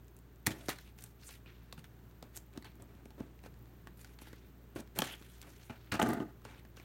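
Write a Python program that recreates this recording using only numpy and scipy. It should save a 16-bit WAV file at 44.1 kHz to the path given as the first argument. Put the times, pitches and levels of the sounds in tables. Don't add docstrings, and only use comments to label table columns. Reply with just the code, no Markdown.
import sys
import numpy as np
from scipy import signal
from scipy.fft import rfft, irfft, next_fast_len
from scipy.io import wavfile
from scipy.ndimage import uniform_filter1d

SR = 44100
rng = np.random.default_rng(int(sys.argv[2]) if len(sys.argv) > 2 else 0)


def master(y):
    cut = np.clip(np.atleast_2d(y).T, -1, 1)
    pcm = np.round(cut * 32767)
    wavfile.write(sys.argv[1], SR, pcm.astype(np.int16))


def attenuation_scalar(level_db):
    decades = np.asarray(level_db, float) / 20
    return 10 ** decades


N = 301672

# f/Hz, density [dB per Hz]
ROOM_AIR = [(25, -100), (45, -90), (110, -85), (170, -87), (300, -91), (400, -91), (500, -100),
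            (800, -102.5), (1100, -105), (1600, -106), (2100, -110), (3200, -112.5), (5000, -115.5),
            (10500, -120), (15500, -120)]
# multiple of the hum pitch, level/dB rms
HUM_OVERTONES = [(1, -61.5), (2, -67), (3, -78)]
# t/s, crack peak level/dB, crack centre f/Hz
POPS = [(.045, -60, 7000), (0.081, -53, 6560), (.166, -48, 9100), (0.1884, -52, 9000), (0.359, -56.5, 6560),
        (.468, -14.5, 10300), (1.0083, -44, 13400), (1.023, -39, 8520), (1.039, -33, 9000),
        (2.3605, -38, 9000), (2.3663, -32.5, 8600), (2.3731, -30.5, 7000), (2.755, -50, 13800),
        (2.822, -42, 8450), (3.0552, -49.5, 6850), (4.136, -57, 11000), (4.0135, -43, 7500),
        (4.2174, -48, 9000), (4.9879, -16, 12500), (5.4155, -39, 7340), (6.769, -43.5, 5660)]
# t/s, crack peak level/dB
TICKS = [(0.7863, -42), (0.8766, -52), (0.9875, -44.5), (1.0617, -53), (1.29, -41.5), (1.7926, -49),
         (1.842, -47), (1.991, -62), (2.111, -59), (2.24, -55), (2.5305, -59), (2.5365, -53.5),
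         (2.624, -45), (2.7177, -60), (3.1052, -51), (3.541, -56), (3.657, -57), (4.0461, -43),
         (4.072, -56), (4.1883, -46), (4.763, -48), (4.875, -52), (5.0404, -34), (5.2236, -50),
         (5.8444, -57), (6.2872, -66), (6.418, -56), (6.596, -54)]
# t/s, crack peak level/dB, box low level/dB, box mid level/dB, panel f/Hz
SNAPS = [(0.4601, -45, -52, -48, 203), (0.4645, -22.5, -34, -30.5, 160), (.468, -35, -54, -23, 294),
         (0.4694, -17, -29, -32, 178.6), (0.5071, -38, -34.5, -45, 186), (0.6844, -26, -29.5, -31.5, 560),
         (0.6914, -24, -30, -65, 820), (4.961, -43.5, -54, -65, 171), (4.9893, -22.5, -32.5, -24.5, 517),
         (5.005, -35, -52, -56, 374), (5.02, -22, -22.5, -27.5, 704), (5.697, -56, -42, -39, 221),
         (5.7057, -50, -42, -52, 206), (5.92, -26.5, -32, -32.5, 200), (5.9938, -48, -43, -26, 799),
         (6.0161, -36, -23.5, -21.5, 805), (.476, -60, -30.5, -65, 181), (0.489, -48, -42.5, -64, 165),
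         (4.761, -72, -46, -73, 212), (4.994, -63, -32, -52, 225)]
# t/s, crack peak level/dB, box low level/dB, box mid level/dB, panel f/Hz
KNOCKS = [(1.4604, -59, -56, -50, 336), (1.7255, -35, -47, -49.5, 795), (1.7273, -39.5, -50, -55, 800),
          (1.7788, -60, -43, -45, 171), (2.226, -40, -41, -55, 550), (2.575, -38, -40.5, -46.5, 310),
          (2.646, -49, -64, -49, 285), (2.651, -60, -58, -49, 358), (2.821, -63, -48, -71, 183),
          (2.9504, -55.5, -49, -71, 160), (3.0564, -60, -46, -54, 410), (3.204, -49, -34, -64, 296),
          (3.3905, -57.5, -86, -55, 187), (3.4382, -49.5, -52, -49, 474), (3.46, -48, -46, -57, 550),
          (3.8717, -45, -52, -40.5, 291), (4.2177, -60, -48, -49, 477), (4.2709, -62, -48.5, -49.5, 353),
          (4.33, -47.5, -46.5, -49, 333), (4.7902, -65, -43.5, -49, 295), (5.4276, -42.5, -61, -55, 404),
          (6.4506, -42.5, -41, -77, 710), (6.6504, -53.5, -59, -51, 337), (6.772, -63, -49.5, -48, 625),
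          (6.7985, -50, -56, -42.5, 330)]
# t/s, crack peak level/dB, crack centre f/Hz, box level/dB
CRINKLES = [(5.9306, -47, 6010, -38.5), (5.9402, -34, 5400, -36), (5.9538, -36, 5960, -38),
            (5.999, -32.5, 6000, -33), (6.02, -48, 6700, -50), (6.027, -26.5, 6450, -22),
            (6.0354, -43, 5800, -33), (6.063, -44, 8000, -39), (6.071, -41, 6410, -40),
            (6.084, -39, 9000, -40), (6.089, -25.5, 11600, -32), (6.0984, -44, 4200, -49),
            (6.1048, -37, 9000, -40), (6.1183, -44, 11000, -41), (6.131, -39, 5000, -32.5),
            (6.1347, -34, 12800, -41), (6.1675, -59, 6170, -42), (6.2017, -52, 4500, -32.5)]
# f/Hz, width f/Hz, level/dB
BOX_LOW = [(134, 32, -6), (216, 35, -7), (291, 56, -3), (436, 60, -8), (553, 80, -13), (715, 110, -18)]
# f/Hz, width f/Hz, level/dB
BOX_MID = [(847, 170, 1), (1242, 200, 2), (1500, 260, 0), (1950, 300, -1), (2350, 350, -4), (2950, 400, -7)]
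# t/s, length t/s, low level in/dB, low level out/dB, mid minus low/dB
DRAGS = [(.471, 0.011, -44, -46, -10), (.487, 0.22, -51, -70.5, -3), (.687, 0.052, -43.5, -63, 11.5),
         (4.758, 0.069, -44, -60.5, -8), (4.958, 0.023, -56.5, -47, 0), (5.024, 0.027, -40, -57, 4),
         (5.06, 0.081, -58, -61, 12), (5.7, 0.069, -51, -66.5, 6), (5.92, 0.06, -39.5, -51.5, 10)]
# t/s, length t/s, low level in/dB, low level out/dB, mid minus low/dB
NUDGES = [(2.222, .05, -63, -71, 3), (2.544, 0.024, -65, -60, -9), (2.574, 0.021, -49.5, -66, -14),
          (2.643, 0.049, -61, -72, 10), (2.797, 0.036, -62, -61.5, -13), (2.889, 0.12, -70.5, -74, 4),
          (3.178, 0.025, -66, -54, 1), (3.205, 0.087, -58.5, -72, -4), (3.446, 0.021, -64, -64, 9.5),
          (5.213, 0.012, -49, -72, -7), (5.423, 0.08, -58, -69.5, 4), (6.451, 0.13, -63.5, -70, 9.5)]
# t/s, length t/s, level
# in/dB, level out/dB, brightness/dB
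RUBS = [(.472, 0.015, -34, -71, 8), (.503, 0.015, -51, -41.5, -3), (.54, 0.17, -60.5, -54.5, -1),
        (.689, 0.0069, -39, -36, 3), (.7, 0.059, -33.5, -64, -2), (.745, .16, -52.5, -61, -6.5),
        (.977, 0.15, -56, -72, 2.5), (1.188, 0.048, -67, -55, -2.5), (1.232, 0.055, -59.5, -55, 7),
        (1.28, 0.079, -50.5, -56.5, 1.5), (1.345, 0.063, -51, -77, -2), (1.46, 0.31, -58, -74, -38),
        (1.774, 0.022, -59, -60.5, 3), (1.842, 0.015, -52, -61, -10), (2.328, 0.032, -65, -55, 3),
        (2.376, 0.054, -65, -75, 6), (2.644, .006, -49, -56, -12), (2.652, .008, -46, -51, -10),
        (2.662, 0.05, -56, -66, -12), (3.43, 0.035, -64, -59, -3), (3.972, 0.014, -57, -66, 7),
        (3.99, 0.15, -61.5, -65, 0), (4.185, .025, -60, -58, -5), (4.211, 0.015, -56, -55, 2.5),
        (4.23, 0.054, -58, -53.5, -6), (4.295, 0.2, -59.5, -68.5, -9), (3.875, 0.024, -67, -72, -20),
        (4.751, 0.055, -59.5, -57, 4.5), (4.951, 0.025, -58, -48, 0), (4.989, 0.0021, -36, -66, 6),
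          (5.002, 0.015, -37, -57, 1), (5.02, 0.13, -41, -49, -3), (5.161, 0.53, -59.5, -60.5, -2.5),
          (5.697, 0.2, -66, -59.5, -13), (5.916, 0.066, -28, -50, -34), (5.998, .016, -64, -71, -15),
          (6.02, 0.021, -28, -67, 4.5), (6.066, 0.1, -67, -81, -6), (6.441, 0.17, -55.5, -65, -8),
          (6.76, 0.084, -55, -62, -7)]
# f/Hz, density [dB per Hz]
CARD = [(1200, 1), (2000, 1), (2900, 0.5), (3600, 0), (5400, -4.5), (8000, -17.5), (11900, -15),
        (15700, -20)]
# t/s, level/dB, f/Hz
SEAM_GLIDES = [
    [(5.06, -66, 2800), (5.1, -55, 2920), (5.13, -53, 2950), (5.141, -46, 3150), (5.146, -84, 3150)],
    [(2.624, -70, 4200), (2.634, -67, 4300), (2.64, -80, 4300)],
    [(1.46, -65, 2840), (1.49, -73, 2670), (1.54, -85, 2460)],
    [(2.644, -60, 4270), (2.657, -60, 4320), (2.663, -77, 4300), (2.72, -78, 4300)],
]
# t/s, peak level/dB
RINGS = [
    (4.989, -29.5),
    (5.004, -45),
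    (5.0191, -30.5),
]
# t/s, level/dB, upper modes level/dB
LIFT = [(5.992, -51, -6), (5.998, -38.5, 6.5), (6.01, -39, 0), (6.02, -32, -1.5), (6.052, -35.5, -3.5),
        (6.092, -36.5, -5.5), (6.128, -43.5, -4.5), (6.132, -38.5, -2), (6.186, -45, -9.5),
        (6.206, -42.5, -9.5), (6.25, -45, -14.5), (6.275, -54, -10.5), (6.31, -56, -4.5)]
# f/Hz, width f/Hz, level/dB
BOARD_LOW = [(136, 37, -5.5), (212, 75, -6), (283, 50, 2), (416, 100, -9)]
# f/Hz, width f/Hz, level/dB
BOARD_HIGH = [(670, 60, 4.5), (858, 77, 2), (1213, 60, -1.5), (1540, 165, -3), (1860, 150, -9),
              (2110, 280, -10), (2650, 170, -22)]
# f/Hz, level/dB
MIC_PORT = [(2000, 2), (4300, 0), (5000, -2.5), (6200, 0), (9600, -0.5), (10500, -5), (11500, -2.5)]

HUM_HZ = 58.5
BUZZ_DB, BUZZ_HZ = -67.5, 11400
BLADE_HZ, BLADE_SPREAD = 4080, 0.028
POP_LOW_DB, POP_MID_DB, TICK_LOW_DB, TICK_MID_DB = -27, -20, -30, -5
WIDE_PANEL_HZ, BASE_PANEL_HZ, WRAP_MID_DB = 200, 285, -7
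LOW_LATE_S = 0.002127
ATTACK_S, RELEASE_DB_PER_S = 0.002, 900
RING_HZ, RING_T60_S = 3243, 0.018
NEAR_LOW_HZ = 42.5
ECHO_DB, ECHO_T60_S = -17, 0.25
TOP_HZ, LEAK_DB = 16000, -31
HIT_T = np.arange(4096) / SR
HIT_TAIL = np.exp(-HIT_T / 0.0091)


def unit(x):
    return x / np.sqrt(np.mean(x ** 2) + 1e-30)


def colour(x, gain):
    n = next_fast_len(len(x))
    f = np.arange(1, n // 2 + 2) * SR / n
    return irfft(rfft(x, n) * gain(f), n)[:len(x)]


def points(table):
    hz, db = np.transpose(table)
    return lambda f: attenuation_scalar(np.interp(np.log(f), np.log(hz), db))


def modes(table, detune=0.99, spread_db=0.):
    hz, width, db = np.transpose(table)[:, :, None]
    hz = hz * detune
    sign = (-1) ** np.arange(len(table))[:, None]
    gain = attenuation_scalar(db + spread_db) * sign
    return lambda f: np.sum(gain * 1j * f * width / (hz ** 2 - f ** 2 + 1j * f * width), axis=0)


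def walk(rate):
    k = int(SR / rate)
    held = np.repeat(rng.standard_normal(N // k + 1), k)
    return unit(uniform_filter1d(held, k)[:N])


def curves(tables):
    t, gain, second = np.arange(N) / SR, np.zeros(N), np.zeros(N)
    for s, db, other in map(np.transpose, tables):
        on = (t >= s[0]) & (t <= s[-1])
        gain[on] = attenuation_scalar(np.interp(t[on], s, db))
        second[on] = np.interp(t[on], s, other)
    return uniform_filter1d(gain, 88), second


def strokes(rows):
    gain, second = np.zeros(N), np.zeros(N)
    for s, length, in_db, out_db, other in rows:
        span = slice(int(s * SR), min(int((s + length) * SR) + SR // 10, N))
        t = np.arange(span.stop - span.start) / SR
        slope_db = np.interp(t, [0, length], [in_db, out_db])
        slope_db = slope_db - RELEASE_DB_PER_S * np.maximum(t - length, 0)
        now = attenuation_scalar(slope_db) * np.minimum(t / ATTACK_S, 1)
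        second[span] = np.where(now > gain[span], other, second[span])
        gain[span] = np.maximum(now, gain[span])
    return gain, second


def grit(rough_db, flicker_db, rate):
    slips = np.minimum(rng.exponential(size=N), 4)
    level_db = rough_db * slips + flicker_db * walk(rate)
    return unit(rng.standard_normal(N) * attenuation_scalar(level_db))


def room_tone():
    phase = 2 * np.pi * np.cumsum(HUM_HZ * (1 + 0.002 * walk(2.89))) / SR
    hum = np.zeros(N)
    for k, db in HUM_OVERTONES:
        hum += np.sqrt(2) * attenuation_scalar(db + 0.83 * k * walk(8.3)) * np.sin(k * phase + k)
    flutter_db = 1.5 * np.sin(phase) + 5.0 * np.sin(2 * phase) + 2.5 * walk(160) + walk(25)
    buzz = colour(attenuation_scalar(flutter_db) * rng.standard_normal(N),
                  lambda f: (f / BUZZ_HZ) / (1 + (BUZZ_HZ / f) ** 16))
    air = colour(rng.standard_normal(N) * attenuation_scalar(0.6 * walk(2.2) - 0.7), points(ROOM_AIR))
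    return hum + attenuation_scalar(BUZZ_DB) * unit(buzz) + np.sqrt(SR / 2) * air


def contacts():
    def blade_hz():
        return BLADE_HZ * (1 + BLADE_SPREAD * rng.standard_normal())

    clicks = []
    for s, db, low, mid, panel in SNAPS + KNOCKS:
        clicks.append((s, db, blade_hz(), low, mid, panel))
    for s, db, hz, box in CRINKLES:
        clicks.append((s, db, hz, box, box + WRAP_MID_DB, BASE_PANEL_HZ))
    for s, db in TICKS:
        clicks.append((s, db, blade_hz(), db + TICK_LOW_DB, db + TICK_MID_DB, WIDE_PANEL_HZ))
    for s, db, hz in POPS:
        clicks.append((s, db, hz, db + POP_LOW_DB, db + POP_MID_DB, WIDE_PANEL_HZ))
    return clicks


def crack(hz):
    burst = (1 - np.exp(-HIT_T / .0004)) * (np.exp(-HIT_T / .0008) + .07 * HIT_TAIL)
    peak, broad = modes([(hz, .4 * hz, 0)]), modes([(hz, 3.5 * hz, -8)])
    return colour(rng.standard_normal(len(HIT_T)) * burst,
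                  lambda f: peak(f) + broad(f) * (f / (f + 0.14 * hz)) ** 2)


def box_thud(panel_hz):
    nearness_db = -15 * np.abs(np.log2(np.array(BOX_LOW)[:, :1] / panel_hz))
    bounce = 1 + uniform_filter1d(rng.standard_normal(len(HIT_T)), size=16)
    push = HIT_T * np.exp(-4. * panel_hz * HIT_T) * bounce
    ring = modes(BOX_LOW, 1 + 0.17 * rng.standard_normal((6, 1)), nearness_db)
    panel = modes([(1.4 * panel_hz, 1.5 * panel_hz, -8)])
    thud = colour(push, lambda f: ring(f) + panel(f))
    return np.roll(thud, int(LOW_LATE_S * SR))


def box_knock():
    burst = (1 - np.exp(-HIT_T / 0.00016)) * (np.exp(-HIT_T / 0.00052) + 0.12 * HIT_TAIL)
    noise = uniform_filter1d(rng.standard_normal(len(HIT_T)), size=6)
    detune, spread_db = 1 + 0.068 * rng.standard_normal((6, 1)), 6.2 * rng.standard_normal((6, 1))
    walls, broad = modes(BOX_MID, detune, spread_db), modes([(1100, 1500, -8)])
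    return colour(noise * burst, lambda f: walls(f) + broad(f))


def hits():
    out = np.zeros(N + len(HIT_T))
    for s, crack_db, hz, low_db, mid_db, panel_hz in contacts():
        i = int(s * SR)
        parts = ((crack(hz), crack_db + 0.5), (box_thud(panel_hz), low_db + 2.5), (box_knock(), mid_db - 1.5))
        for part, db in parts:
            out[i:i + len(HIT_T)] += attenuation_scalar(db) * part / np.max(np.abs(part))
    return out[:N]


def dragging():
    gain, mid_db = strokes(DRAGS + NUDGES)
    panels, air = modes(BOX_LOW), modes([(320, 400, -14)])
    low = colour(grit(rough_db=1.5, flicker_db=2.5, rate=70), lambda f: panels(f) + air(f))
    walls, broad = modes(BOX_MID), modes([(1600, 2500, 0)])
    mid = colour(grit(rough_db=1.5, flicker_db=3.0, rate=110), lambda f: walls(f) + 0.3 * broad(f))
    return gain * (attenuation_scalar(2.0) * unit(low) + attenuation_scalar(mid_db - 8.0) * unit(mid))


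def rubbing():
    gain, bright_db = strokes(RUBS)
    force = colour(grit(rough_db=2.2, flicker_db=2.2, rate=200), points(CARD))
    hiss = np.zeros(N)
    for hz in 1400 * 1.35 ** np.arange(9):
        patch = colour(force, lambda f: np.exp(-(np.log(f / hz) / .2) ** 2))
        hiss += attenuation_scalar(3. * walk(45)) * patch
    dull = colour(hiss, lambda f: 1 / (1 + (f / 7000) ** 8))
    return gain * (attenuation_scalar(-9.5) * unit(dull) + attenuation_scalar(bright_db - 6.5) * unit(hiss - dull))


def slicing():
    gain, hz = curves(SEAM_GLIDES)
    swing = walk(1000) + 1j * walk(1000)
    return gain * np.real(swing * np.exp(2j * np.pi * np.cumsum(hz) / SR))


def blade():
    out = np.zeros(N)
    partials = np.sin(2 * np.pi * RING_HZ * HIT_T) + 0.3 * np.sin(2 * np.pi * 0.96 * RING_HZ * HIT_T)
    ring = np.exp(-np.log(1000) * HIT_T / RING_T60_S) * partials
    for s, db in RINGS:
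        i = int(s * SR)
        out[i:i + len(HIT_T)] += attenuation_scalar(db) * ring
    return out


def board():
    gain, high_db = curves([LIFT])
    force = grit(rough_db=1.5, flicker_db=2.5, rate=90)
    low = colour(force, modes(BOARD_LOW))
    upper, broad = modes(BOARD_HIGH), modes([(1200, 2000, -16)])
    high = colour(force, lambda f: upper(f) + broad(f))
    return gain * (unit(low) + attenuation_scalar(high_db) * unit(high))


def room_echo(near):
    t = np.arange(SR // 2) / SR
    echo = rng.standard_normal(len(t)) * np.exp(-np.log(1000) * t / ECHO_T60_S) * (t > .003)
    echo = colour(echo, lambda f: 1 / (1 + 1j * f / 4000))
    return signal.fftconvolve(near, echo / np.sqrt(np.sum(echo ** 2)))[:N]


def scene():
    near = hits() + dragging() + rubbing() + slicing() + blade() + board()
    near = colour(near, lambda f: 1 / (1 - 1j * NEAR_LOW_HZ / f) ** 2)
    return (near + attenuation_scalar(ECHO_DB) * room_echo(near) + room_tone())[None]


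def roll_off(x):
    return signal.sosfilt(signal.butter(12, 16820, fs=SR, output="sos"), x)


def record(dry):
    port = points(MIC_PORT)
    heard = colour(dry[0], lambda f: port(f) * np.where(f < TOP_HZ, 1, attenuation_scalar(LEAK_DB)))
    return roll_off(heard[None])


dry = scene()
out = record(dry)
master(out)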